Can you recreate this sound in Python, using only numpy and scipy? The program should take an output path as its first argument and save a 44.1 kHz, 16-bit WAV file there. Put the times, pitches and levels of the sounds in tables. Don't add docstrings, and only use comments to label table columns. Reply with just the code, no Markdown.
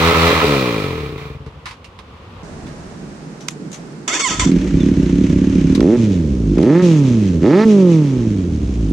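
import sys
import numpy as np
from scipy import signal
from scipy.fft import rfft, irfft
from scipy.io import wavfile
from scipy.ndimage import uniform_filter1d, minimum_filter1d

SR = 44100
rng = np.random.default_rng(int(sys.argv[2]) if len(sys.argv) > 2 else 0)


def output_pcm(signal):
    pcm = np.clip(np.atleast_2d(signal).T, -1, 1) * 32767
    wavfile.write(sys.argv[1], SR, np.round(pcm).astype(np.int16))


def decibels_to_gain(level_db):
    exponent = np.asarray(level_db, float) / 20
    return 10 ** exponent


N = 393372
T = np.arange(N) / SR


def columns(table):
    s, *rest = np.transpose(table)
    return [np.interp(T, s, c) for c in rest]


def look_up(x, table):
    return np.interp(x, *np.transpose(table))


def ramp(x):
    return np.clip(x, 0, 1)


def gate(t0, t1, fade=0.0018):
    return ramp((T - t0) / fade) * ramp((t1 - T) / fade)


def after(s, fade_s, attack_s=0.0034):
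    return ramp((T - s) / attack_s) * np.exp(-np.clip(T - s - attack_s, 0, None) / fade_s)


def even(x, span=0.065):
    power = np.mean(np.atleast_2d(x) ** 2, axis=0)
    k = int(span * SR)
    return x / np.sqrt(uniform_filter1d(uniform_filter1d(power, k), k) + 1e-14)


def ring(x, modes):
    out = 0
    for k, (hz, width, db) in enumerate(modes):
        out = out + (-1) ** k * decibels_to_gain(db) * signal.lfilter(*signal.iirpeak(hz, hz / width, SR), x)
    return out


def band(x, lo_hz, hi_hz, order=3):
    return signal.sosfilt(signal.butter(order, [lo_hz, hi_hz], "band", fs=SR, output="sos"), x)


def low_pass(x, hz, order):
    return signal.sosfiltfilt(signal.butter(order, hz, fs=SR, output="sos"), x)


def noise(colour, apart_hz, wide=1.0, lead=((0, 0), (1, 0))):
    hz = np.maximum(np.fft.rfftfreq(N, 1 / SR), 1)
    colour_hz, colour_db = np.transpose(colour)
    gain = decibels_to_gain(np.interp(np.log(hz), np.log(colour_hz), colour_db))
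    mid, side = rfft(rng.standard_normal((2, N))) * gain
    side = wide * side * np.minimum(hz / apart_hz, 1)
    left = (mid + side) * np.exp(1j * look_up(hz, lead))
    x = irfft(np.array([left, mid - side]), N)
    return x / x.std()


def hiss_noise():
    return rng.standard_normal(N)


def walk(rate):
    k = int(SR / rate)
    held = np.repeat(rng.standard_normal(N // k + 1), k)
    return uniform_filter1d(uniform_filter1d(held, k), k)[:N]


def pan(x, db):
    return x * decibels_to_gain(np.array([[db / 2], [-db / 2]]))


def fire(hz, start, scatter_db, jitter, pattern_db=(0,)):
    turns = start + np.cumsum(hz) / SR
    at = np.flatnonzero(np.diff(np.floor(turns)) > 0)
    chance = rng.standard_normal((4000, 2))[:len(at)].T
    place = at + (np.ceil(turns[at]) - turns[at] + jitter[at] * chance[0]) * SR / hz[at]
    place = np.clip(place, 0, N - 2)
    size = decibels_to_gain(scatter_db[at] * chance[1] + np.resize(pattern_db, len(at)))
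    pulses, whole = np.zeros(N), place.astype(int)
    np.add.at(pulses, whole, size * (1 - place + whole))
    np.add.at(pulses, whole + 1, size * (place - whole))
    return pulses, turns % 1


def coast(s, hz, friction_hz, drag):
    return (hz + friction_hz) * np.exp(-drag * np.maximum(T - s, 0)) - friction_hz


# (time [s], level [dB])
YARD_LEVEL = [(1.6, -40.5), (1.756, -42), (1.982, -40.5), (2.43, -35.5)]
ROAD_LEVEL = [(2.43, -31), (2.608, -30.5), (3.604, -33.5), (3.794, -32), (4.07, -34)]
# (frequency [Hz], level [dB per Hz])
YARD_COLOUR = [(15, -45), (25, -28), (66, -6), (354, -21.5), (529, -18.5), (621, -27.5), (1120, -22),
               (1630, -34), (2780, -34), (3350, -36.5), (15000, -69)]
ROAD_COLOUR = [(15, -46), (25, -12.5), (118, -10), (150, 0.5), (196, -5), (438, -13), (515, -19),
               (604, -19), (1120, -26), (1540, -28.5), (2850, -36.5), (3260, -39), (6200, -36.5),
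               (8550, -36), (15000, -57)]
CHANGE_S = 2.43
LORRY_S, LORRY_DB, LORRY_RISE_DB_PER_S, LORRY_FALL_DB_PER_S, RUMBLE_DB = 2.63, -31.5, 29, 15, -46.5


def surroundings():
    yard = noise(YARD_COLOUR, 1600, wide=.9) * decibels_to_gain(columns(YARD_LEVEL)[0] + 0.52 * walk(13.0))
    road = noise(ROAD_COLOUR, 1100, wide=1.0)
    away_db = np.maximum(LORRY_RISE_DB_PER_S * (LORRY_S - T), LORRY_FALL_DB_PER_S * (T - LORRY_S))
    rumble_db = np.maximum(LORRY_DB - away_db, RUMBLE_DB) + 1.7 * walk(9)
    bass = even(band(road, 27.95, 148), span=.3) * decibels_to_gain(rumble_db)
    throb = band(road, 160, 600, order=2) * (decibels_to_gain(4.2 * walk(14)) - 1)
    road = band(road, 115, 6600) + 0.23 * band(road, 9600, 15000) + throb
    road = bass + pan(road, -2.7) * decibels_to_gain(columns(ROAD_LEVEL)[0])
    return yard * gate(-1, CHANGE_S) + road * gate(CHANGE_S, 10)


SQUEAK_S, SQUEAK_HZ, SQUEAK_DB, SQUEAK_LENGTH_S = 4.795, 3650, -34, 0.039


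def squeak():
    hz = SQUEAK_HZ * (1 - 1.6 * (T - SQUEAK_S)) * (1 + 0.011 * walk(220))
    tone = np.sin(2 * np.pi * np.cumsum(hz) / SR)
    return pan(tone * gate(SQUEAK_S, SQUEAK_S + SQUEAK_LENGTH_S, fade=.012) * decibels_to_gain(SQUEAK_DB), -2)


# (time [s], peak level [dB], centre [Hz], time to fall 60 dB [s], left minus right [dB])
TICK_TIMES = [(1.4623, -35, 1050, 0.15, -6), (1.656, -19, 1050, 0.24, -1), (1.686, -31.5, 2570, 0.089, -8),
              (1.7088, -23.5, 1010, 0.11, -2.5), (1.73, -36.5, 1080, 0.085, -2),
              (1.8435, -29, 2800, 0.12, -4), (1.9883, -29, 1040, 0.088, -7), (2.665, -37, 1610, 0.26, -13),
              (3.4058, -31.5, 5780, 0.22, 3), (3.481, -29, 5000, .02, -5),
              (3.4843, -6.5, 6200, 0.014, -6.5), (3.493, -26.5, 6000, 0.084, 2),
              (3.5045, -28.5, 7000, 0.11, 1.5), (3.716, -28, 6700, 0.095, 4), (3.7285, -25, 6500, 0.14, -3),
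              (3.742, -23.5, 6200, 0.14, 4), (4.0784, -12.5, 6150, 0.049, -7),
              (4.515, -21.5, 2337, 0.05, -5), (5.75, -16, 2030, 0.071, 4),
              (5.7764, -26.5, 1040, 0.076, -11), (5.805, -13, 1060, 0.018, -6),
              (6.5807, -17.5, 1010, 0.05, 4), (6.629, -22, 1990, 0.022, -1.5),
              (8.895, -38.5, 9010, 0.041, -3)]
# (frequency [Hz], width [Hz], level [dB])
TICK_BODY = [(1050, 260, -1), (2090, 880, 3), (3970, 2230, -1.5), (6570, 7200, -24), (8550, 1400, -25)]


def ticks():
    out = np.zeros((2, N))
    t = np.arange(SR // 4) / SR
    for s, db, hz, t60, pan_db in TICK_TIMES:
        burst = rng.standard_normal((3, len(t))) * decibels_to_gain(-60 * t / max(t60, .01)) * ramp(t / 0.00065)
        burst = burst[0] + 1.13 * burst[1:]
        body = ring(burst, TICK_BODY) + 2.6 * ring(burst, [(hz, 0.13 * hz, 0)])
        body = band(body, 640, 10000, order=2)
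        i = int(s * SR)
        out[:, i:i + len(t)] += pan(body / np.abs(body).max() * decibels_to_gain(db), pan_db)[:, :N - i]
    return out


# (frequency [Hz], level [dB], time to fall 60 dB [s])
LOCK_RINGS = [(2450, -1, 0.018), (3600, -10, 0.02), (4930, 0, 0.02), (5636, 0, 0.013), (7100, -7, 0.044),
              (9318, -15.5, 0.015), (10160, -15.5, 0.0081)]
KEY_S, KEY_DB = 3.4843, -13.5


def key():
    t = np.maximum(T - KEY_S, 0)
    click = 0
    for hz, db, t60 in LOCK_RINGS:
        click = click + decibels_to_gain(db - 60 * t / max(t60, .004)) * np.sin(2 * np.pi * hz * t)
    return pan(click / np.abs(click).max() * decibels_to_gain(KEY_DB), -4)


# (time [s], gear mesh rate [Hz], effort [dB], share of clean whine [0-1])
STARTER_PUSHES = [
    [(4.078, 559, -22, 0.1), (4.1, 623, -21.5, 0.23), (4.165, 867, -17.5, 0.3), (4.191, 1105, -27.5, 0.16),
     (4.2, 1133, -18.5, 0.03), (4.24, 1097, -21.5, 0.58), (4.275, 972, -18.5, 0.68),
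     (4.31, 652, -20.5, 0.28), (4.34, 639, -24.5, 0.28), (4.393, 648, -32, 0.05)],
    [(4.397, 1200, -14, 0.2), (4.408, 1050, -20.5, 0.22), (4.422, 1010, -17.5, 0.33),
     (4.45, 983, -24.5, 0.04), (4.5, 977, -33.5, 0)],
]
WHINE_LEVELS = [-9, -4.5, -4.5, -6, -7.5, -14, -6, -9.5]
# (frequency [Hz], level [dB per Hz])
GRIND_COLOUR = [(150, -39), (250, 3.5), (381, -2), (533, -8.5), (841, -9.5), (995, -16), (1790, -7),
                (2160, -14), (2550, -9), (3520, -3.5), (3960, -7.5), (6790, -7.5), (7760, -14.5),
                (14000, -56.5)]
# (frequency [Hz], width [Hz], level [dB])
CASING_RINGS = [(1010, 61, -1), (1313, 94, -0.5), (2164, 88, -4.5), (2610, 60, -5.5), (3505, 45, -7),
                (4480, 67, -3), (5780, 120, -8), (6140, 58, 0), (6700, 310, -11), (7590, 160, 1.5),
                (8470, 110, -7)]
CASING_DB, DEAF_HZ, DEAF_WIDTH_HZ = 13.5, 4000, 250


def starter():
    hz, effort_db, whine_share = columns(np.vstack(STARTER_PUSHES))
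    turn = 2 * np.pi * np.cumsum(hz * (1 + 0.013 * walk(200))) / SR
    whine = 0
    for k, db in enumerate(WHINE_LEVELS):
        whine = whine + decibels_to_gain(db + 3.5 * walk(70)) * np.sin((k + 1) * turn)
    grind = noise(GRIND_COLOUR, 990, wide=0.71) * decibels_to_gain(2.5 * walk(60))
    share = ramp(whine_share)
    teeth = share * pan(whine, -8.5) + (1 - share) * grind
    teeth = teeth + decibels_to_gain(CASING_DB) * ring(teeth, CASING_RINGS)
    deaf = .3 + .7 * gate(3.7, 4.36, fade=.02)
    notched = signal.filtfilt(*signal.iirnotch(DEAF_HZ, DEAF_HZ / DEAF_WIDTH_HZ, SR), teeth)
    teeth = (1 - deaf) * teeth + deaf * notched
    mids = even(band(teeth, 280, 3200), span=0.074)
    top = even(band(teeth, 2960, 8800), span=0.067) * decibels_to_gain(0.5)
    air = even(band(grind, 10700, 16000), span=0.018) * decibels_to_gain(-25.5)
    return (mids + top + air) * decibels_to_gain(effort_db) * gate(4.076, 4.51, fade=.004)


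# (time [s], firing rate [Hz])
LIMITER_BOUNCE = [
    (0.0, 80.36),
    (0.102, 85.2),
    (0.13, 80.4),
    (0.274, 84.13),
    (0.338, 81.14),
    (0.436, 77.7),
]
# (time [s], length [s])
SPARKS_CUT = [
    (.098, .054),
    (.283, .065),
    (.405, .047),
]
# (level at full speed [dB], slope [dB per octave], load on the limiter [dB per Hz])
PIPE_BY_SPEED, TYRE_BY_SPEED, HISS_BY_SPEED = (-15.5, 7.8, 0.87), (-16.5, 13.7, 0.01), (-23, 15.4, 0.64)
SINGLE_FRICTION_HZ, SINGLE_DRAG_PER_S, SINGLE_FULL_HZ = 200, .277, 81.5
GASP_S, GASP_DB, GASP_FADE_S = 1.455, 27.5, 0.053
KEY_OFF_DB, KEY_OFF_FADE_S = 3, 0.11


def single_controls():
    off_s, last_hz = LIMITER_BOUNCE[-1]
    coasting = np.maximum(coast(off_s, last_hz, SINGLE_FRICTION_HZ, SINGLE_DRAG_PER_S), 8)
    hz = np.where(T < off_s, columns(LIMITER_BOUNCE)[0], coasting)

    def by_speed(db, octave_db, load_db):
        return db + octave_db * np.log2(hz / SINGLE_FULL_HZ) + load_db * (hz - SINGLE_FULL_HZ) * (T < off_s)

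    gasp_db = GASP_DB * after(GASP_S, GASP_FADE_S)
    missed = .8 * sum(gate(s, s + length, fade=.012) for s, length in SPARKS_CUT)
    pipe_db = by_speed(*PIPE_BY_SPEED) + KEY_OFF_DB * after(off_s, KEY_OFF_FADE_S, 0.055)
    return hz, pipe_db, by_speed(*TYRE_BY_SPEED) + gasp_db, by_speed(*HISS_BY_SPEED) + .6 * gasp_db, missed


# (time [s], peak level [dB], share of the upper pipe ring [0-1])
LAST_STROKES = [
    (1.179, -19.5, 0.94),
    (1.214, -17.5, 0.64),
    (1.253, -16, 0.49),
    (1.3, -16, 0.63),
    (1.349, -16, 0.28),
    (1.402, -18.5, 0.29),
    (1.464, -16.5, 0.42),
    (1.555, -23.5, 0.19),
]


def stroke_pulses():
    low, high = np.zeros((2, N))
    for s, db, share in LAST_STROKES:
        low[int(s * SR)], high[int(s * SR)] = decibels_to_gain(db), share * decibels_to_gain(db)
    return low, high


# (frequency [Hz], width [Hz], level [dB])
SINGLE_PIPE_RINGS = [(84.2, 14, 2.5), (153, 52, 1.5), (302, 47, 0.5), (425.5, 16.6, 5), (514, 68, -1.5),
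                     (597, 53, -11.5)]
HEADER_RING = [(350, 64, -11)]
STROKE_RINGS = [(136, 26, 0), (294.4, 43, -8.5), (433, 16, 2.5), (61.4, 26, -5)]
# (frequency [Hz], width [Hz], level [dB])
BACKFIRE_RINGS = [(433, 43, 0.5), (250, 140, -8), (630, 170, -11.5)]
BACKFIRE_S, BACKFIRE_DB = .4435, -3.5
STOP_S = 1.178
SOFT_HZ, SOFT_SPAN_HZ, ECHO_S, ECHO_SHARE = 53.6, 16.5, 0.01317, 0.59
MISSED_DB, MISSED_BASS = 2, .8


def single_pipe(hz, pipe_db, missed, off, breath, low, high):
    def twice(x):
        return -band(x + ECHO_SHARE * np.roll(x, int(ECHO_S * SR)), 30, 870, order=2)

    soft = ramp((SOFT_HZ - hz) / SOFT_SPAN_HZ)
    firing = even(ring(breath, SINGLE_PIPE_RINGS) + off * ring(breath, HEADER_RING), span=0.052)
    pipe = even((1 - soft) * firing + soft * even(ring(twice(breath), STROKE_RINGS)), span=0.087)
    pipe = pipe * decibels_to_gain(pipe_db + MISSED_DB * missed) * gate(-1, STOP_S, fade=0.011)
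    pipe = pipe + 130 * (ring(twice(low), STROKE_RINGS[::3]) - ring(twice(high), STROKE_RINGS[1:3]))
    bang = ring(1. * (np.arange(N) == int(BACKFIRE_S * SR)), BACKFIRE_RINGS)
    pipe = pipe - MISSED_BASS * missed * low_pass(pipe, 230, 2)
    return pipe - bang / np.abs(bang).max() * decibels_to_gain(BACKFIRE_DB)


# (frequency [Hz], level [dB per Hz])
TYRE_COLOUR = [(350, -36.5), (600, -7.5), (748, -8.5), (1400, -6.5), (1620, -10.5), (1850, -11),
               (2080, -11), (3300, -17.5), (4290, -40), (7260, -120)]
HISS_COLOUR = [(1650, -20.5), (2800, -4.5), (3140, -5.5), (3920, -1.5), (5000, -11.5), (5480, -11.5),
               (7040, -18.5), (12700, -25.5), (15500, -18)]
# (frequency [Hz], width [Hz], level [dB])
TYRE_PITCHES = [(1050, 170, -9), (1307, 49, 6.5), (2033, 130, -7), (2374, 63, 6), (2720, 230, -7)]
# (frequency [Hz], phase [rad])
LEFT_LEAD = [(0, 0.5), (1030, 0), (1500, -2.7), (2240, 0.4), (2840, -2.4), (4220, 0.4), (4910, -1.6),
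             (16000, -5.5)]
TYRE_OFF_DB, KNOCK_DB = -3, -13.5
WHEEL_HZ, WHEEL_WIDTH_HZ, WHEEL_DB, WHEEL_FADE_S = 2425, 130, -36, .3


def single():
    hz, pipe_db, tyre_db, hiss_db, missed = single_controls()
    off_s = LIMITER_BOUNCE[-1][0]
    off = ramp((T - off_s) / 0.027)
    pulses, phase = fire(hz, .98, .7 + 7 * missed, .006 + .12 * missed)
    breath = pulses + .0025 * hiss_noise()
    low, high = stroke_pulses()
    pipe = single_pipe(hz, pipe_db, missed, off, breath, low, high)

    chuff = signal.lfilter([1], [1, -.9985], low / decibels_to_gain(pipe_db + 7.0))
    puff = np.where(T < STOP_S, 0.92 + .5 * np.exp(-phase / 0.28), 2.07 + 0.29 * np.minimum(chuff, 3))
    tyre = noise(TYRE_COLOUR, 1100, wide=0.46, lead=LEFT_LEAD)
    tyre = even(tyre + 1.52 * ring(tyre, TYRE_PITCHES), span=.2)
    tyre = tyre * puff * decibels_to_gain(tyre_db + TYRE_OFF_DB * off + 0.8 * walk(24.7))
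    tyre = tyre + even(ring(breath, TYRE_PITCHES), span=0.088) * decibels_to_gain(tyre_db + KNOCK_DB)
    wheel = even(ring(tyre, [(WHEEL_HZ, WHEEL_WIDTH_HZ, 0)]), span=0.21)
    tyre = tyre + wheel * decibels_to_gain(WHEEL_DB) * after(off_s, WHEEL_FADE_S, .15)
    hiss = noise(HISS_COLOUR, 900, wide=0.95, lead=LEFT_LEAD) * puff * decibels_to_gain(hiss_db + 1.0 * walk(30))

    late = np.array([np.roll(pipe, 5), pipe])
    return pan(late, 2.1) + (pan(tyre, -3.5) + hiss) * gate(-1, 1.4, fade=0.056)


# (time [s], firings so far [count])
IDLE_HUNT = [(4.3, -4.4), (4.469, 0), (4.521, 2), (4.566, 4), (4.619, 6), (4.809, 12), (4.865, 14),
             (4.945, 17), (5.003, 19), (5.133, 23), (5.243, 27), (5.364, 31), (5.559, 38), (5.677, 42),
             (5.755, 45), (5.9, 50.8)]
# (opens [s], shuts [s], opening [0-1], peak firing rate [Hz], drag [1/s])
THROTTLE_BLIPS = [
    (5.748, 5.966, 0.65, 122.5, 1.24),
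    (6.527, 6.819, 0.68, 184.3, 1.14),
    (7.395, 7.648, 0.88, 224.6, 0.92),
]
RISE_SKEW, FOUR_FRICTION_HZ, GOVERNOR_HZ, CRANK_HZ = .87, 40.4, 39.44, 25.92
OPEN_S, SHUT_S = 0.028, 0.0097
REACH_HZ = 179
BARK_LIFT_S, EASE_S = 0.028, .05


def blip_motion():
    hz = uniform_filter1d(np.maximum(np.gradient(columns(IDLE_HUNT)[0]) * SR, CRANK_HZ), size=1500)
    throttle, hand, cut, snap, reach, lift, ease = np.zeros((7, N))
    for opens, shuts, opening, peak_hz, drag in THROTTLE_BLIPS:
        swing = np.sin(np.pi / 2 * ramp((T - opens) / (shuts - opens)) ** RISE_SKEW) ** 2
        reach = np.where(T < opens, reach, peak_hz - REACH_HZ)
        start = hz[int(opens * SR)]
        up = start + (peak_hz - start) * swing
        down = (coast(shuts, peak_hz, FOUR_FRICTION_HZ, drag) ** 4 + GOVERNOR_HZ ** 4) ** .25
        hz = np.where(T < opens, hz, np.where(T < shuts, up, down))
        held = ramp((T - opens) * opening ** 2 / OPEN_S) * ramp((shuts + SHUT_S / 2 - T) / SHUT_S)
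        hand = hand + held
        throttle = throttle + opening * held * ramp((T - opens) / 0.049)
        lift = lift + gate(opens, opens + BARK_LIFT_S + OPEN_S, OPEN_S)
        ease = ease + opening * ramp(1 - (shuts - T) / EASE_S) * (T < shuts + SHUT_S)
        cut = np.where(T < opens, cut, np.maximum(cut, T > shuts - SHUT_S))
        snap = snap + gate(shuts - SHUT_S / 2, shuts + SHUT_S, fade=0.24 * SHUT_S)
    return hz, throttle, hand, cut, snap, reach, lift, ease


# (time [s], depth [0-1], length [s])
IDLE_STUMBLES = [
    (4.579, 0.78, 0.15),
    (4.762, 0.4, 0.013),
    (4.936, 0.73, 0.039),
    (5.004, 0.32, 0.11),
    (5.257, 0.76, 0.034),
    (5.308, 0.13, .06),
    (5.487, 0.52, 0.048),
]
# (time [s], length [s], level [dB])
FRAME_SHUDDERS = [
    (4.6, .08, 1),
    (4.73, 0.051, 4.5),
    (4.945, 0.052, 5.5),
    (5.034, .1, 1),
    (5.302, .075, 5.5),
    (5.49, 0.037, -1),
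    (8.774, 0.049, 2),
]
# (firing rate [Hz], level [dB])
COAST_BY_SPEED = [(48, -20.5), (80, -16.5), (110, -12.5), (165, -9), (220, -6.5)]
THUMP_BY_SPEED = [(35, -21.5), (50, -18), (100, -23), (118, -19.5), (132, -38), (146, -68), (220, -56)]
# (level at idle [dB], level at rest [dB], slope [dB per Hz], lowest level [dB])
BARK_BY_SPEED, GEAR_BY_SPEED = (-39.5, -52, 0.0864, -61), (-40.5, -48.5, 0.09, -47)
CATCH_S, CRANK_DB, IDLE_DB, CATCH_DB, CATCH_FADE_S, TAKE_UP_DB = 4.443, -28.5, -11.5, 5.5, 0.1, 4.5
STUMBLE_DB, STUMBLE_THUMP_DB, STUMBLE_FADE_S = -8.5, -1.2, 0.0088
OPEN_DB, EASE_DB, SHUT_DIP_DB, REFIRE_HZ, REFIRE_DB, BURBLE_DB = -9, -4.5, -4, 54.8, 6, -3.5
OPEN_BARK_DB, OPEN_BARK_DB_PER_HZ, OPEN_GEAR_DB, OPEN_THUMP_DB = -38, 0.0577, -42, -4
BARK_DB_PER_REACH_HZ, BARK_LIFT_DB = 0.06, 2
QUIET_HZ, QUIET_DB_PER_HZ, HUSH_DB_PER_REACH_HZ = 88.5, 0.6, -0.13


def four_controls():
    hz, throttle, hand, cut, snap, reach, lift, ease = blip_motion()
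    stumble = ramp(sum(depth * gate(s, s + length, STUMBLE_FADE_S) for s, depth, length in IDLE_STUMBLES))
    lit = ramp((T - CATCH_S) / 0.019)
    refire = ramp((REFIRE_HZ - np.minimum(hz, np.roll(hz, 2200))) / 3)
    high_reach = np.maximum(reach, 0)
    uneven = ramp((72 + 1.5 * high_reach - hz) / 35)

    def mix(idle, coasting, opened):
        return hand * opened + (1 - hand) * (cut * coasting + (1 - cut) * idle)

    idle_db = CRANK_DB + lit * (IDLE_DB - CRANK_DB) + CATCH_DB * after(CATCH_S, CATCH_FADE_S)
    idle_db = idle_db + STUMBLE_DB * stumble
    pipe_db = mix(idle_db, look_up(hz, COAST_BY_SPEED) + REFIRE_DB * refire, OPEN_DB + EASE_DB * ease)
    burble = mix(0, ramp((reach - 10) / 30) * ramp((150 - hz) / 9), 0)
    pipe_db = pipe_db + SHUT_DIP_DB * snap + BURBLE_DB * burble

    thump_db = look_up(hz, THUMP_BY_SPEED) + STUMBLE_THUMP_DB * stumble + OPEN_THUMP_DB * throttle
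    thump_db = thump_db + sum(db * gate(s, s + length, 0.015) for s, length, db in FRAME_SHUDDERS)
    thump_db = thump_db - 9 * gate(CATCH_S, IDLE_STUMBLES[0][0], fade=.02)
    thump_db = thump_db - 16 * ramp((CATCH_S - .05 - T) / 0.042)

    hush_db = QUIET_DB_PER_HZ * np.clip(QUIET_HZ - hz, 0, 30) - HUSH_DB_PER_REACH_HZ * high_reach

    def by_speed(at_idle_db, rest_db, slope_db, low_db):
        coasting_db = np.maximum(rest_db + slope_db * hz - hush_db, low_db)
        return at_idle_db + TAKE_UP_DB * after(CATCH_S, 0.065), coasting_db

    open_bark_db = OPEN_BARK_DB + OPEN_BARK_DB_PER_HZ * hz + BARK_DB_PER_REACH_HZ * reach + BARK_LIFT_DB * lift
    bark_db = mix(*by_speed(*BARK_BY_SPEED), open_bark_db)
    gear_db = mix(*by_speed(*GEAR_BY_SPEED), OPEN_GEAR_DB)
    burn = ramp(mix(.3 + .7 * lit - .4 * stumble, np.maximum(.3 * uneven, .8 * refire), 1))
    scatter_db = mix(5 - 2.7 * lit + 3.5 * stumble, 90 / hz + 1.8 * uneven, .7 + 40 / hz)
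    return hz, pipe_db, thump_db, bark_db, gear_db, burn, ramp(throttle), scatter_db


# (time [s], tuning factor [ratio])
GAS_HEAT = [(4.46, 0.98), (4.58, 1.09), (4.62, 1.02), (4.74, 0.94), (4.93, 1.07), (4.96, 1.0), (5.1, 0.98),
            (5.27, 1.08), (5.31, .97), (5.5, 1.08), (5.56, 1.05), (5.68, 0.92), (5.76, 1.12), (5.9, 0.95)]
COLD, TUNING_STEP = .94, .1


def warmed(x, modes):
    place = np.clip((columns(GAS_HEAT)[0] - COLD) / TUNING_STEP, 0, 2)
    out = 0
    for k in range(3):
        tuned = [(hz * (COLD + k * TUNING_STEP), width, db) for hz, width, db in modes]
        out = out + ramp(1 - np.abs(place - k)) * ring(x, tuned)
    return out


# (frequency [Hz], width [Hz], level [dB])
BURNT_RINGS = [(172.7, 18.4, 6.5), (277.5, 27.8, 3), (355.7, 35.5, -5.5), (505, 46, -22)]
OPEN_RINGS = [(159, 144, -1.5), (298, 94, 6.5), (375, 88, 6.5), (570, 1000, -11)]
PUMP_RINGS = [(127, 139, 2.5), (197.6, 120, 8), (329.6, 147, 4), (573, 360, -10.5)]
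OVERTONE_RINGS = [(880, 180, 2.5), (1310, 100, -5.5)]
PUMP_BRIGHT_HZ, PUMP_DB_PER_HZ, PUMP_DARKEST_DB = 175, .2, -9
GURGLE = 0.011
SILENCER_HZ, EDGE_DB = 656, -1.5
OVERTONE_DB, OVERTONE_FROM_HZ = -32, 91


def four_pipe(hz, burn, throttle, pulses, breath):
    idle = even(warmed(breath, BURNT_RINGS[:1]) - ring(breath, BURNT_RINGS[1:]))
    burnt = (1 - throttle) * idle + throttle * even(ring(breath, OPEN_RINGS))
    churn = GURGLE * ramp((PUMP_BRIGHT_HZ - hz) / 60) * band(hiss_noise(), 120, 520, order=2)
    gentle = decibels_to_gain(np.clip(PUMP_DB_PER_HZ * (hz - PUMP_BRIGHT_HZ), PUMP_DARKEST_DB, 0))
    pump = ring(breath, PUMP_RINGS[:2]) + ring(breath * gentle + churn, PUMP_RINGS[2:])
    pipe = (1 - burn) * even(pump) + burn * burnt
    pipe = low_pass(band(pipe, 107.3, 610, order=4), SILENCER_HZ, 6)
    edge = throttle * decibels_to_gain(EDGE_DB) * band(burnt, 610, 845)
    overtone = even(band(ring(pulses, OVERTONE_RINGS), 636, 1450, order=2)) * decibels_to_gain(OVERTONE_DB)
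    overtone = (1 - burn) * ramp((hz - OVERTONE_FROM_HZ) / 30) * overtone
    return even(pipe + edge + overtone, span=.07)


# (frequency [Hz], width [Hz], level [dB])
THUMP_RINGS = [(51.4, 8.4, -4), (112.4, 20, -8.5)]
POP_DB, POP_HZ, POP_FADE_S = -28, 55, 0.011


def four_thump(breath, thump_db):
    thump = even(band(ring(breath, THUMP_RINGS), 41, 108.3), span=0.099) * decibels_to_gain(thump_db)
    for shuts in np.transpose(THROTTLE_BLIPS)[1]:
        gulp = np.sin(2 * np.pi * POP_HZ * (T - shuts))
        thump = thump + decibels_to_gain(POP_DB) * after(shuts, POP_FADE_S, 0.0083) * gulp
    return thump


# (frequency [Hz], width [Hz], level [dB])
BARK_RINGS = [(804, 145, 4), (1300, 79, 3), (1716, 276, -1.5), (2265, 930, -8.5), (4300, 590, -33)]
# (frequency [Hz], level [dB per Hz])
GEAR_COLOUR = [(350, -30), (600, 2), (687, -24.5), (852, -10.5), (1050, -14), (2340, -10), (4770, -20.5),
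               (6340, -16.5), (11200, -44.5), (13500, -58.5), (15000, -47)]
RASP_DB = -15
LINGER = 0.67


def four_bark(hz, throttle, bark_db, gear_db, pulses, phase):
    crack = even(ring(pulses * decibels_to_gain(4.5 * walk(60)), BARK_RINGS))
    crack = crack + 0.52 * np.exp(-phase / 0.58) * even(band(hiss_noise(), 700, 4400))
    rasp = even(band(pulses, 2200, 4730)) * decibels_to_gain(RASP_DB + 0.082 * (hz - 231.0))
    gear = noise(GEAR_COLOUR, 900, wide=0.58) * (0.7 + 0.91 * np.exp(-phase / 0.18)) * decibels_to_gain(2.16 * walk(30))
    mids = even(band(gear, 470, 2030), span=0.37)
    mids = mids + LINGER * ramp((hz - 90) / 100) * even(ring(pulses, BARK_RINGS))
    bark = throttle * pan(even(crack) + rasp, -4.5) + (1 - throttle) * mids
    top = band(gear, 2690, 15000) + 0.16 * throttle * band(crack, 2900, 5600)
    return bark * decibels_to_gain(bark_db) + even(top, span=0.27) * decibels_to_gain(gear_db)


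CYLINDER_LEVELS = [-3, -1.9, 0.6, -2.3]
PIPE_LAG_S = .0095


def four():
    hz, pipe_db, thump_db, bark_db, gear_db, burn, throttle, scatter_db = four_controls()
    first = -np.sum(hz[T < IDLE_HUNT[1][0] - PIPE_LAG_S]) / SR
    pulses, phase = fire(hz, first, scatter_db, .012 * scatter_db, CYLINDER_LEVELS)
    breath = pulses + .0028 * scatter_db * hiss_noise()
    pipe = four_pipe(hz, burn, throttle, pulses, breath) * decibels_to_gain(pipe_db)
    thump = four_thump(breath, thump_db)
    bark = four_bark(hz, throttle, bark_db, gear_db, pulses, phase)
    deep = (pan(pipe, -2.25) + pan(thump, -.4)) * gate(4.27, 10, fade=0.02)
    return deep + bark * gate(4.47, 10, fade=0.055)


def scene():
    return surroundings() + squeak() + ticks() + key() + starter() + single() + four()


CEILING, LIMIT_S = .97, .006


def band_limit(x):
    return signal.sosfilt(signal.butter(12, 15610, fs=SR, output="sos"), x)


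def record(dry):
    k = int(LIMIT_S * SR)
    gain = np.minimum(CEILING / (np.abs(dry).max(axis=0) + 1e-9), 1)
    held = dry * uniform_filter1d(minimum_filter1d(gain, 2 * k), k)
    return band_limit(held)


dry = scene()
out = record(dry)
output_pcm(out)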